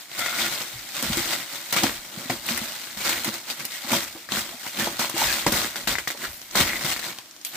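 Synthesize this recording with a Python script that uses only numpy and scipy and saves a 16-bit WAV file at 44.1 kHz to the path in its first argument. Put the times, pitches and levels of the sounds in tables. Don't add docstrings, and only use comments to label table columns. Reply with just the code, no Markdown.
import sys
import numpy as np
from scipy import signal
from scipy.fft import rfft, irfft, next_fast_len
from scipy.io import wavfile

SR = 44100
rng = np.random.default_rng(int(sys.argv[2]) if len(sys.argv) > 2 else 0)


def magnitude_from_level(level_db):
    exponent = np.asarray(level_db, float) / 20
    return 10 ** exponent


def put_to_file(sound):
    columns = np.atleast_2d(sound).T
    safe = np.clip(columns, -1, 1)
    whole_steps = np.round(safe * 32767)
    wavfile.write(sys.argv[1], SR, whole_steps.astype(np.int16))


N = 333396
HOP = 20

# peak_s, crackle_db, rise_s, fall_s,
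# load_db
HAND_TUGS = [(0.0, -42, .01, 0.12, -25), (.194, -32, 0.064, 0.2, -7), (.398, -30.5, 0.03, 0.41, -7.5),
             (0.949, -33, 0.013, 0.62, -11), (1.128, -31, 0.078, 0.24, -10),
             (1.33, -30, 0.4, 0.16, -7.5), (1.728, -20.5, 0.0037, 0.033, -5),
             (1.766, -24, 0.014, 0.12, -5), (1.837, -22, 0.02, 0.061, -1.5), (1.87, -32, 0.03, 0.2, -9),
             (2.232, -40.5, 0.37, 0.21, 4), (2.298, -31, 0.0023, 0.14, 0),
             (2.491, -31, 0.081, 0.4, -9.5), (2.973, -34.5, 0.0084, .3, -20),
             (3.055, -27.5, 0.043, 0.38, -12), (3.28, -33.5, 0.074, 0.052, 9.5),
             (3.505, -31.5, 0.049, 0.084, -15), (3.932, -23.5, 0.079, 0.13, -4.5),
             (4.327, -29.5, 0.033, 0.25, -7), (4.384, -27.5, 0.053, 0.078, -19),
             (4.674, -36, 0.19, 0.15, -27),
             (4.794, -30.5, 0.069, 0.32, -3), (4.993, -24, 0.0037, 0.12, -14),
                 (5.217, -23.5, 0.1, 0.34, -11.5), (5.467, -21.5, 0.0019, 0.062, 3),
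                 (5.522, -25, .005, 0.15, -3), (5.576, -26.5, 0.1, 0.16, -13),
                 (5.759, -31, 0.004, 0.05, -8), (5.81, -39.5, .08, 0.11, -4),
                 (5.874, -25, 0.0033, 0.11, -10), (5.924, -27, 0.05, 0.045, -5),
                 (5.987, -30, .002, 0.039, -10), (6.0765, -26.5, 0.002, 0.025, -15),
                 (6.104, -30, .002, 0.042, -12), (6.237, -35.5, 0.11, 0.13, -5.5),
                 (6.555, -21, 0.0022, 0.2, -6), (6.605, -19.5, 0.062, 0.057, -8.5),
                 (6.76, -35, 0.15, 0.35, -8), (6.857, -32, 0.096, 0.12, 1), (6.935, -36, 0.25, 0.047, -24),
                 (7.09, -39, 0.26, 0.17, -7), (7.451, -46, 0.0044, 0.31, -36), (7.56, -37, 0.068, .1, -5),
             (0.424, -27.5, 0.13, 0.05, -7.5), (1.027, -31, .002, 0.11, 8.5),
               (1.171, -28, 0.0066, 0.13, -10), (3.004, -31, .002, .06, -11),
               (.524, -31.5, .002, 0.12, -14), (.262, -33, .002, 0.057, -14), (0.606, -34, .003, .1, -5),
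               (3.887, -34, .002, 0.04, -6), (6.966, -32, .004, 0.033, -23), (6.994, -31.5, .004, .03, -15),
               (1.55, -35.5, 0.062, 0.07, -2), (2.62, -39.5, 0.28, 1, -15), (3.34, -33, 0.038, 0.07, -12),
               (3.6, -42, 0.056, 0.42, 0), (3.74, -38, 0.11, 0.14, -40), (4.035, -34.5, 0.11, 0.025, -28),
               (4.078, -35.5, .01, 0.019, -22), (4.85, -28, 0.1, 0.046, -9), (5.015, -40, 0.13, 0.041, -33),
               (5.167, -29, 0.0044, 0.55, -22), (5.31, -35, 0.35, 0.067, -11), (5.65, -30, .2, 0.036, -6.5),
               (6.92, -26.5, 0.1, 0.037, -17), (7.04, -33.5, 0.037, 0.098, -14)]
# time_s, crackle_db
SETTLING_FILM = [(0, -57), (.2, -27), (.7, -35), (1.7, -32.5), (2.0, -39.5), (2.9, -39), (3.45, -45),
                 (3.8, -37), (4.2, -40), (4.6, -58), (5.7, -44), (6.1, -40), (6.45, -44.5), (7.0, -47),
                 (7.3, -56), (7.56, -49)]
SETTLING_GAIN_DB, SETTLING_LOAD_DB = -7, -23

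# pitch_hz, level_db (per Hz)
FILM_COLOUR = [(880, -44), (1500, -12), (2040, -1.5), (2670, -4), (3770, 1.5), (6500, -2), (8450, -15),
               (14300, -120)]
FINE_COLOUR = [(3820, -14.5), (6500, -3.5), (7310, 1), (9090, -2), (11000, -4), (12400, -1.5),
               (14800, -0.5), (15600, 5), (16000, -22)]
COARSE_COLOUR = [(260, -10.5), (450, -13), (591, -1), (902, -1.5), (987, -2.5), (1500, -1), (1950, -23),
                 (3300, -120)]
CARTON_COLOUR = [(65, -59), (110, -18), (204, -3), (242, -7.5), (323, -2.5), (450, -19.5), (580, -8),
                 (990, -120)]
MEAN_PULL_DB = -35
FINE_DB, FINE_PER_PULL = -2.5, -0.068
COARSE_DB, COARSE_PER_LOAD = -4.5, 0.25

# peak_s, level_db, rise_s, fall_s, pitch_hz
WAD_CRUNCHES = [(.345, -32, 0.028, 0.027, 1450), (.42, -29.5, .04, .04, 3500), (.46, -33, .03, 0.044, 2000),
                (1.77, -24, .02, .05, 2200), (3.06, -31.5, 0.033, 0.064, 1500),
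                (3.14, -32.5, 0.063, 0.038, 1600), (3.505, -38, .04, .04, 4100),
                (3.85, -41, .04, 0.032, 815), (4.16, -46, .015, 0.033, 800), (4.36, -38, .04, .04, 1750),
                (4.53, -42.5, 0.021, .06, 700), (4.665, -39, 0.037, .03, 885),
                (4.81, -31, 0.058, .08, 1800), (4.885, -35, 0.022, 0.025, 800),
                (5.12, -44, .05, 0.051, 1090), (6.15, -40, .012, 0.032, 600),
                (6.25, -32.5, 0.046, 0.039, 1680), (6.34, -45, .2, 0.31, 12500),
                (1.74, -35, .015, .08, 800), (5.6, -39, .08, .08, 5600), (2.3, -34, .002, 0.035, 4500),
                (4.16, -42, 0.016, .04, 500), (6.69, -30, .05, 0.11, 2030), (7.468, -40, .03, 0.033, 3670),
                (7.47, -35, 0.027, 0.048, 13500), (7.55, -45, .03, .05, 1500)]
CRUNCH_Q = 3.5

# start_s, peak_db, pitch_hz
FOLD_POPS = [(0.115, -25, 3940), (0.2614, -11, 1900), (0.326, -23, 1440), (.397, -35, 1320),
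             (1.131, -15, 4150), (1.764, -10.5, 1290), (1.836, -10, 720), (2.2983, -11.5, 730),
             (2.488, -11, 2470), (2.872, -28, 1550), (3.321, -34, 1600), (3.48, -28, 2210),
             (3.605, -19.5, 2300), (3.72, -21, 4960), (4.289, -22, 1800), (4.32, -8.5, 3860),
             (4.37, -14, 1800), (4.772, -19, 3060), (4.87, -13, 905), (4.994, -13, 930), (5.043, -18, 970),
             (5.016, -18, 880), (5.465, -3.5, 940), (5.467, -8, 2600), (6.149, -29, 795),
             (6.511, -24, 5800), (6.553, -11, 1270), (7.311, -29, 5500), (7.414, -29, 5560)]
# start_s, peak_db
FLAP_TAPS = [(2.302, -12), (5.758, -17), (5.875, -8.5), (5.9543, -7.5), (5.9844, -8), (6.0744, -9),
             (6.1032, -13), (6.191, -37), (6.22, -25), (6.733, -14), (6.758, -14), (6.811, -18),
             (6.838, -18.5), (6.963, -24), (7.028, -22)]
# start_s, peak_db, pitch_hz, crack_db (over the peak)
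STRAND_TEARS = [(.192, -15, 3100, 11), (1.026, -22.5, 1190, 20.5), (1.172, -15, 3500, 13),
                (5.047, -15, 3000, -3), (1.726, -10.5, 2330, 12.5), (2.464, -17.5, 4180, 11.5),
                (2.576, -15.5, 2300, 13), (2.972, -23, 1710, -6), (3.093, -15.5, 1720, 16),
                (3.246, -14.5, 2200, 13.5), (3.652, -15.5, 3100, 13.5), (3.932, -10, 960, 8),
                (5.097, -19, 1080, 14), (5.165, -21, 840, 5), (5.522, -27, 789, 27), (7.186, -35, 900, 16),
                (7.449, -31, 4200, 28)]
# start_s, peak_db, pitch_hz
CREASE_TICKS = [(0.409, -14, 3190), (0.4204, -13, 3790), (0.448, -17, 2090), (0.5227, -14, 3830),
                (0.606, -23, 2180), (0.9433, -18, 4400), (1.8674, -6, 2470), (1.8945, -9, 1820),
                (1.9794, -26, 2120), (2.0494, -32, 1980), (2.1545, -29, 3320), (3.004, -21, 2430),
                (3.063, -9, 1910), (3.1294, -9, 2380), (3.8861, -19, 4640), (3.909, -11, 1900),
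                (3.9204, -12, 3880), (4.077, -26, 2350), (4.3517, -15, 1680), (4.6344, -25, 2010),
                (4.6659, -19, 1830), (4.7894, -12, 2110), (4.9467, -23, 1720), (5.1467, -16, 2740),
                (5.1657, -13, 3580), (5.243, -15, 1960), (5.4253, -17, 1830), (5.4954, -25, 2800),
                (5.6462, -13, 2000), (5.6614, -16, 1890), (5.7169, -24, 5490), (5.746, -20, 1980),
                (6.1918, -30, 1520), (6.4166, -16.5, 5610), (6.9634, -15, 2100), (6.991, -23, 1990),
                (7.1008, -23, 3740), (7.113, -17, 3740), (7.1274, -26, 1870), (7.1444, -34, 2120),
                (7.1866, -13, 4460), (7.2294, -40, 1530), (7.2594, -25, 4130), (7.3274, -40, 6570),
                (7.3647, -23, 5560), (7.4674, -28, 3710)]
FOLD_CLICK, FOLD_CYCLES = 5.5, 7.5
TAP_CLICK, TAP_CYCLES = 16., 13.
TICK_CLICK, TICK_CYCLES = 10., 5.
POP_CRACK_DB, POP_T60_S = -22, .03
TAP_CRACK_DB, TAP_T60_S, TAP_HZ = -11, .026, 2000
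TICK_CRACK_DB, TICK_T60_S, TICK_LOSS_DB = -1, .02, -2
TEAR_T60_S = .038
RATTLE_PER_CLICK = 1.7

# start_s, peak_db, pitch_hz, t60_s
CARTON_KNOCKS = [(1.099, -8.5, 222, 0.037), (1.17, -12, 327, 0.097), (1.723, -23, 206, 0.27),
                 (1.835, -11.5, 278.4, 0.16), (2.173, -18, 196, 0.063), (2.296, -15.5, 255, 0.15),
                 (2.507, -16, 230, 0.12), (2.615, -19, 223, 0.083), (2.256, -23, 262, 0.072),
                 (0.734, -31, 123, 0.15), (2.968, -24, 203, 0.13), (3.276, -17, 215, 0.12),
                 (3.846, -24.5, 258, 0.068), (3.888, -27, 290, 0.091), (3.918, -10, 232, 0.11),
                 (4.029, -29, 278, .08), (4.448, -34, 314, .08), (4.54, -29, 250, 0.091),
                 (4.664, -29, 302, .06), (4.82, -22, 229, .12), (4.15, -26, 325, 0.15),
                 (4.316, -20.5, 201.6, 0.3), (4.37, -20.5, 215, 0.18), (4.777, -22.5, 211, 0.34),
                 (4.996, -27, 197, 0.13), (5.141, -15, 332, 0.12), (5.464, -22, 312, 0.21),
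                 (5.523, -38, 196.4, 0.061), (5.871, -17.5, 214, 0.1), (6.07, -47, 346, 0.12),
                 (6.232, -23, 381, 0.11), (6.555, -21, 194, 0.21), (6.603, -8.5, 174, 0.11),
                 (6.841, -17.5, 153, 0.11)]

# time_s, pitch_hz (strongest line), level_db
PEEL_SQUEAKS = [
    [(0.2, 1350, -37), (0.225, 1362, -34.5), (.255, 1402, -46), (0.285, 1434, -38), (.318, 1420, -44),
     (.345, 1400, -41), (0.4, 1331, -46), (0.48, 1436, -42)],
    [(5.18, 841.9, -33), (5.2, 900, -25), (5.24, 920, -33)],
    [(6.665, 2080, -39), (6.689, 2050, -39.5), (6.753, 2026, -45), (6.78, 1928, -37)],
    [(5.28, 1700, -32), (5.305, 1665, -36.5), (5.335, 1810, -35)],
]
# multiple (of the strongest line), level_db
SQUEAK_LINES = [
    [(.5, -5.5), (1, 3.5), (1.5, 2), (2.5, -1)],
    [(1, -2.5)],
    [(1, 7)],
    [(1, 4), (1.5, -1)],
]

# peak_s, level_db
LOAD_LURCHES = [(.42, -50.5), (.76, -52), (1.11, -37), (1.85, -43), (2.55, -47), (3.16, -47.5), (3.98, -52),
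                (4.36, -47.5), (4.86, -45.5), (5.26, -41), (5.498, -34.5), (5.9, -42.5), (6.28, -49),
                (.22, -56), (2.35, -52), (2.98, -55), (6.61, -35.5), (6.9, -49)]
LURCH_RISE_S, LURCH_FALL_S = 0.071, 0.18

# pitch_hz, level_db (per Hz)
AIR_COLOUR = [(15, -49), (25, -22), (344, 4.5), (463, -14), (607, 0), (911, -4.5), (5430, -3.5),
              (11000, -10), (14800, -8), (16000, -16)]
AIR_DB = -50.5
ROOM_T60_S, ROOM_DB, WALL_CUT_HZ = 0.12, -13.5, 20000

# pitch_hz, width_db (side over mid)
STEREO_WIDTH = [(60, -18), (110, -10.5), (200, -24), (380, -15), (700, -11), (1290, -4), (2380, -5),
                (4400, 0), (8120, 0), (15000, 0)]
# pitch_hz, lean_db (left over right)
STEREO_LEAN = [(60, -1), (700, .1), (1300, -.8), (2400, 1.2), (4400, 2.4), (8000, -.6), (15000, .8)]
PORT_NOTCH_HZ, PORT_NOTCH_Q, PORT_NOTCH_SHARE = 11100, 9, 0.49
CUTOFF_HZ = 15750


def crackle():
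    film_db, fine_db, coarse_db, carton_db = tugs()
    starts = (rng.random(N) < 70 / SR) * rng.random(N)
    dying = signal.lfilter([1], [1, -magnitude_from_level(-60 / (.03 * SR))], starts)
    bursts = rms_one(1 + .4 * dying)
    shared = buckles(3500, spread_db=2.9, clump_db=1.1)
    own = buckles(6000, spread_db=1.5, clump_db=1.5)
    film = magnitude_from_level(-1.0) * colour(shared + 0.36 * taut_patches(shared, cycles=30.), FILM_COLOUR)
    fine = magnitude_from_level(fine_db) * colour(shared + 0.72 * own, FINE_COLOUR)
    coarse = magnitude_from_level(coarse_db - 1.0) * colour(shared + 0.33 * own, COARSE_COLOUR)
    carton = magnitude_from_level(carton_db - 2.0) * colour(own, CARTON_COLOUR)
    return magnitude_from_level(film_db) * bursts * (film + fine + coarse + carton)


def tugs():
    power = magnitude_from_level(in_time(SETTLING_FILM)[0][::HOP] + SETTLING_GAIN_DB) ** 2
    load = power * SETTLING_LOAD_DB
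    for *shape, load_db in HAND_TUGS:
        tug = swell(*shape)
        power = power + tug
        load = load + load_db * tug
    film_db = every_sample(10 * np.log10(power))
    carton_db = every_sample(load / power)
    fine_db = FINE_DB + FINE_PER_PULL * (film_db - MEAN_PULL_DB)
    coarse_db = COARSE_DB + COARSE_PER_LOAD * carton_db
    return film_db, fine_db, coarse_db, carton_db


def swell(peak_s, peak_db, rise_s, fall_s):
    t = np.arange(0, N, HOP) / SR - peak_s
    return magnitude_from_level(peak_db - 20 * np.maximum(-t / rise_s, t / fall_s)) ** 2


def buckles(per_s, spread_db, clump_db):
    size_db = spread_db * np.minimum(rng.exponential(1, N), 4)
    clumps_db = clump_db * np.minimum(drift(25), 1.5)
    flips = rng.random(N) < per_s / SR
    signs = np.sign(rng.random((2, N)) - .5)
    return magnitude_from_level(size_db + clumps_db) * flips * signs


def taut_patches(clicks, cycles):
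    pitches = np.geomspace(1500, 6200, 12)
    patch = rng.integers(0, 12, N)
    return sum(ring(clicks * (patch == k) + 1e-18, hz, cycles / hz) for k, hz in enumerate(pitches))


def crunches():
    creases = rms_one(buckles(3000, spread_db=3., clump_db=1.))
    out = np.zeros((2, N))
    for *shape, hz in WAD_CRUNCHES:
        peak_s = shape[0]
        near = slice(max(round((peak_s - .3) * SR), 0), round((peak_s + .3) * SR))
        ringing = signal.lfilter(*signal.iirpeak(hz, CRUNCH_Q, SR), creases[:, near])
        squeeze = every_sample(np.sqrt(swell(*shape)))
        out[:, near] += squeeze[near] * rms_one(ringing)
    return out


def snaps():
    out, t = np.zeros((2, N + SR)), np.arange(SR // 16) / SR
    first = np.arange(len(t)) == [[0], [3]]
    bright = signal.butter(2, 2800, "high", fs=SR, output="sos")
    for start_s, peak_db, hz, crack_db, t60, click, cycles in all_folds():
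        noise = rng.standard_normal((2, len(t)))
        rattle = noise * magnitude_from_level(-60 * t / t60) + click * first
        patch = ring(rattle, hz, cycles / hz)
        broad = signal.butter(2, [0.93 * hz, 7000], "band", fs=SR, output="sos")
        body = patch / np.abs(patch).max() + RATTLE_PER_CLICK / click * signal.sosfilt(broad, rattle)
        crack = magnitude_from_level(crack_db - 17.0) * signal.sosfilt(bright, rattle)
        out[:, round(start_s * SR):][:, :len(t)] += magnitude_from_level(peak_db - 1.0) * (body + crack)
    return out[:, :N]


def all_folds():
    pops = [(*row, POP_CRACK_DB, POP_T60_S, FOLD_CLICK, FOLD_CYCLES) for row in FOLD_POPS]
    taps = [(s, db, TAP_HZ, TAP_CRACK_DB, TAP_T60_S, TAP_CLICK, TAP_CYCLES) for s, db in FLAP_TAPS]
    tears = [(*row, TEAR_T60_S, FOLD_CLICK, FOLD_CYCLES) for row in STRAND_TEARS]
    ticks = [(s, db + TICK_LOSS_DB, hz, TICK_CRACK_DB, TICK_T60_S, TICK_CLICK, TICK_CYCLES)
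             for s, db, hz in CREASE_TICKS]
    return pops + taps + tears + ticks


def knocks():
    out, t = np.zeros(N + SR), np.arange(SR // 2) / SR
    push = np.exp(-t / 0.00066) * t
    for start_s, peak_db, hz, t60 in CARTON_KNOCKS:
        boom = ring(push, hz, t60) + 0.06 * ring(push, 3.2 * hz, 1.1 * t60)
        out[round(start_s * SR):][:len(t)] += magnitude_from_level(peak_db - 8.5) * boom / np.abs(boom).max()
    return out[:N]


def squeaks():
    out, t = np.zeros(N), np.arange(N) / SR
    wobble, throb = drift(143), drift(110)
    for rows, lines in zip(PEEL_SQUEAKS, SQUEAK_LINES):
        hz, level_db = in_time(rows)
        phase = 2 * np.pi * np.cumsum(hz * (1 + 0.0417 * wobble)) / SR
        stack = sum(magnitude_from_level(db) * np.sin(multiple * phase) for multiple, db in lines)
        to_nearest_end = np.minimum(t - rows[0][0], rows[-1][0] - t)
        fade = np.clip(to_nearest_end / 0.0073, 0, 1)
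        out += fade * magnitude_from_level(level_db + 1.5 + 4 * throb) * stack
    return out


def rumble():
    low = signal.butter(2, [32, 95], "band", fs=SR, output="sos")
    power = sum(swell(s, db, LURCH_RISE_S, LURCH_FALL_S) for s, db in LOAD_LURCHES)
    sway = every_sample(np.sqrt(power))
    return sway * rms_one(signal.sosfilt(low, rng.standard_normal((2, N))))


def storeroom(x):
    size = next_fast_len(N + SR)
    hz = np.fft.rfftfreq(size, 1 / SR)
    tail = 0
    for k, lag_s in enumerate(rng.uniform(0.0082, .032, 8)):
        delay = np.exp(-2j * np.pi * hz * lag_s)
        loop = magnitude_from_level(-60 * lag_s / ROOM_T60_S) * delay / (1 + 1j * hz / WALL_CUT_HZ)
        tail = tail + (-1) ** k * loop / (1 - loop)
    return irfft(rfft(x, size) * tail, size)[:, :N]


def still_air():
    return magnitude_from_level(AIR_DB) * colour(rng.standard_normal((2, N)), AIR_COLOUR)


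def two_ports(sum_and_difference):
    hz = np.fft.rfftfreq(N, 1 / SR)
    mid, side = rfft(sum_and_difference)
    side = side * magnitude_from_level(at_hz(STEREO_WIDTH, hz))
    lean = magnitude_from_level(at_hz(STEREO_LEAN, hz) / 2)
    return irfft(np.array([(mid + side) * lean, (mid - side) / lean]), N)


def ring(x, hz, t60):
    r, w = magnitude_from_level(-60 / (t60 * SR)), 2 * np.pi * hz / SR
    return signal.lfilter([0, np.sin(w)], [1, -2 * r * np.cos(w), r * r], x)


def colour(x, spectrum):
    gain = magnitude_from_level(at_hz(spectrum, np.fft.rfftfreq(N, 1 / SR)))
    return rms_one(irfft(rfft(x) * gain, N))


def drift(rate_hz):
    r = np.exp(-2 * np.pi * rate_hz * HOP / SR)
    noise = rng.standard_normal(N // HOP + 2002)
    slow = signal.lfilter([1], [1, -2 * r, r * r], noise)[2000:]
    return np.interp(np.arange(N) / HOP, np.arange(len(slow)), rms_one(slow))


def rms_one(x):
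    return x / np.sqrt(np.mean(x ** 2) + 1e-20)


def in_time(rows):
    s, *columns = np.transpose(rows)
    return [np.interp(np.arange(N) / SR, s, c) for c in columns]


def every_sample(coarse):
    return np.interp(np.arange(N), np.arange(0, N, HOP), coarse)


def at_hz(points, hz):
    point_hz, db = np.transpose(points)
    return np.interp(np.log(hz + 1), np.log(point_hz), db)


def scene():
    film = crackle() + crunches() + snaps() + (knocks() + squeaks()) * [[1], [.6]]
    no_bass = signal.butter(4, 105, "high", fs=SR, output="sos")
    film = signal.sosfilt(no_bass, film)
    return two_ports(film + magnitude_from_level(ROOM_DB) * storeroom(film) + rumble() + still_air())


def low_pass(x):
    return signal.sosfilt(signal.butter(12, 16850, fs=SR, output="sos"), x)


def record(dry):
    notch_band = signal.lfilter(*signal.iirpeak(PORT_NOTCH_HZ, PORT_NOTCH_Q, SR), dry)
    dipped = dry - PORT_NOTCH_SHARE * notch_band
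    rounded = .85 * np.tanh(dipped / .85)
    cut = signal.sosfilt(signal.cheby2(16, 60, CUTOFF_HZ, fs=SR, output="sos"), rounded)
    return low_pass(cut)


dry = scene()
out = record(dry)
put_to_file(out)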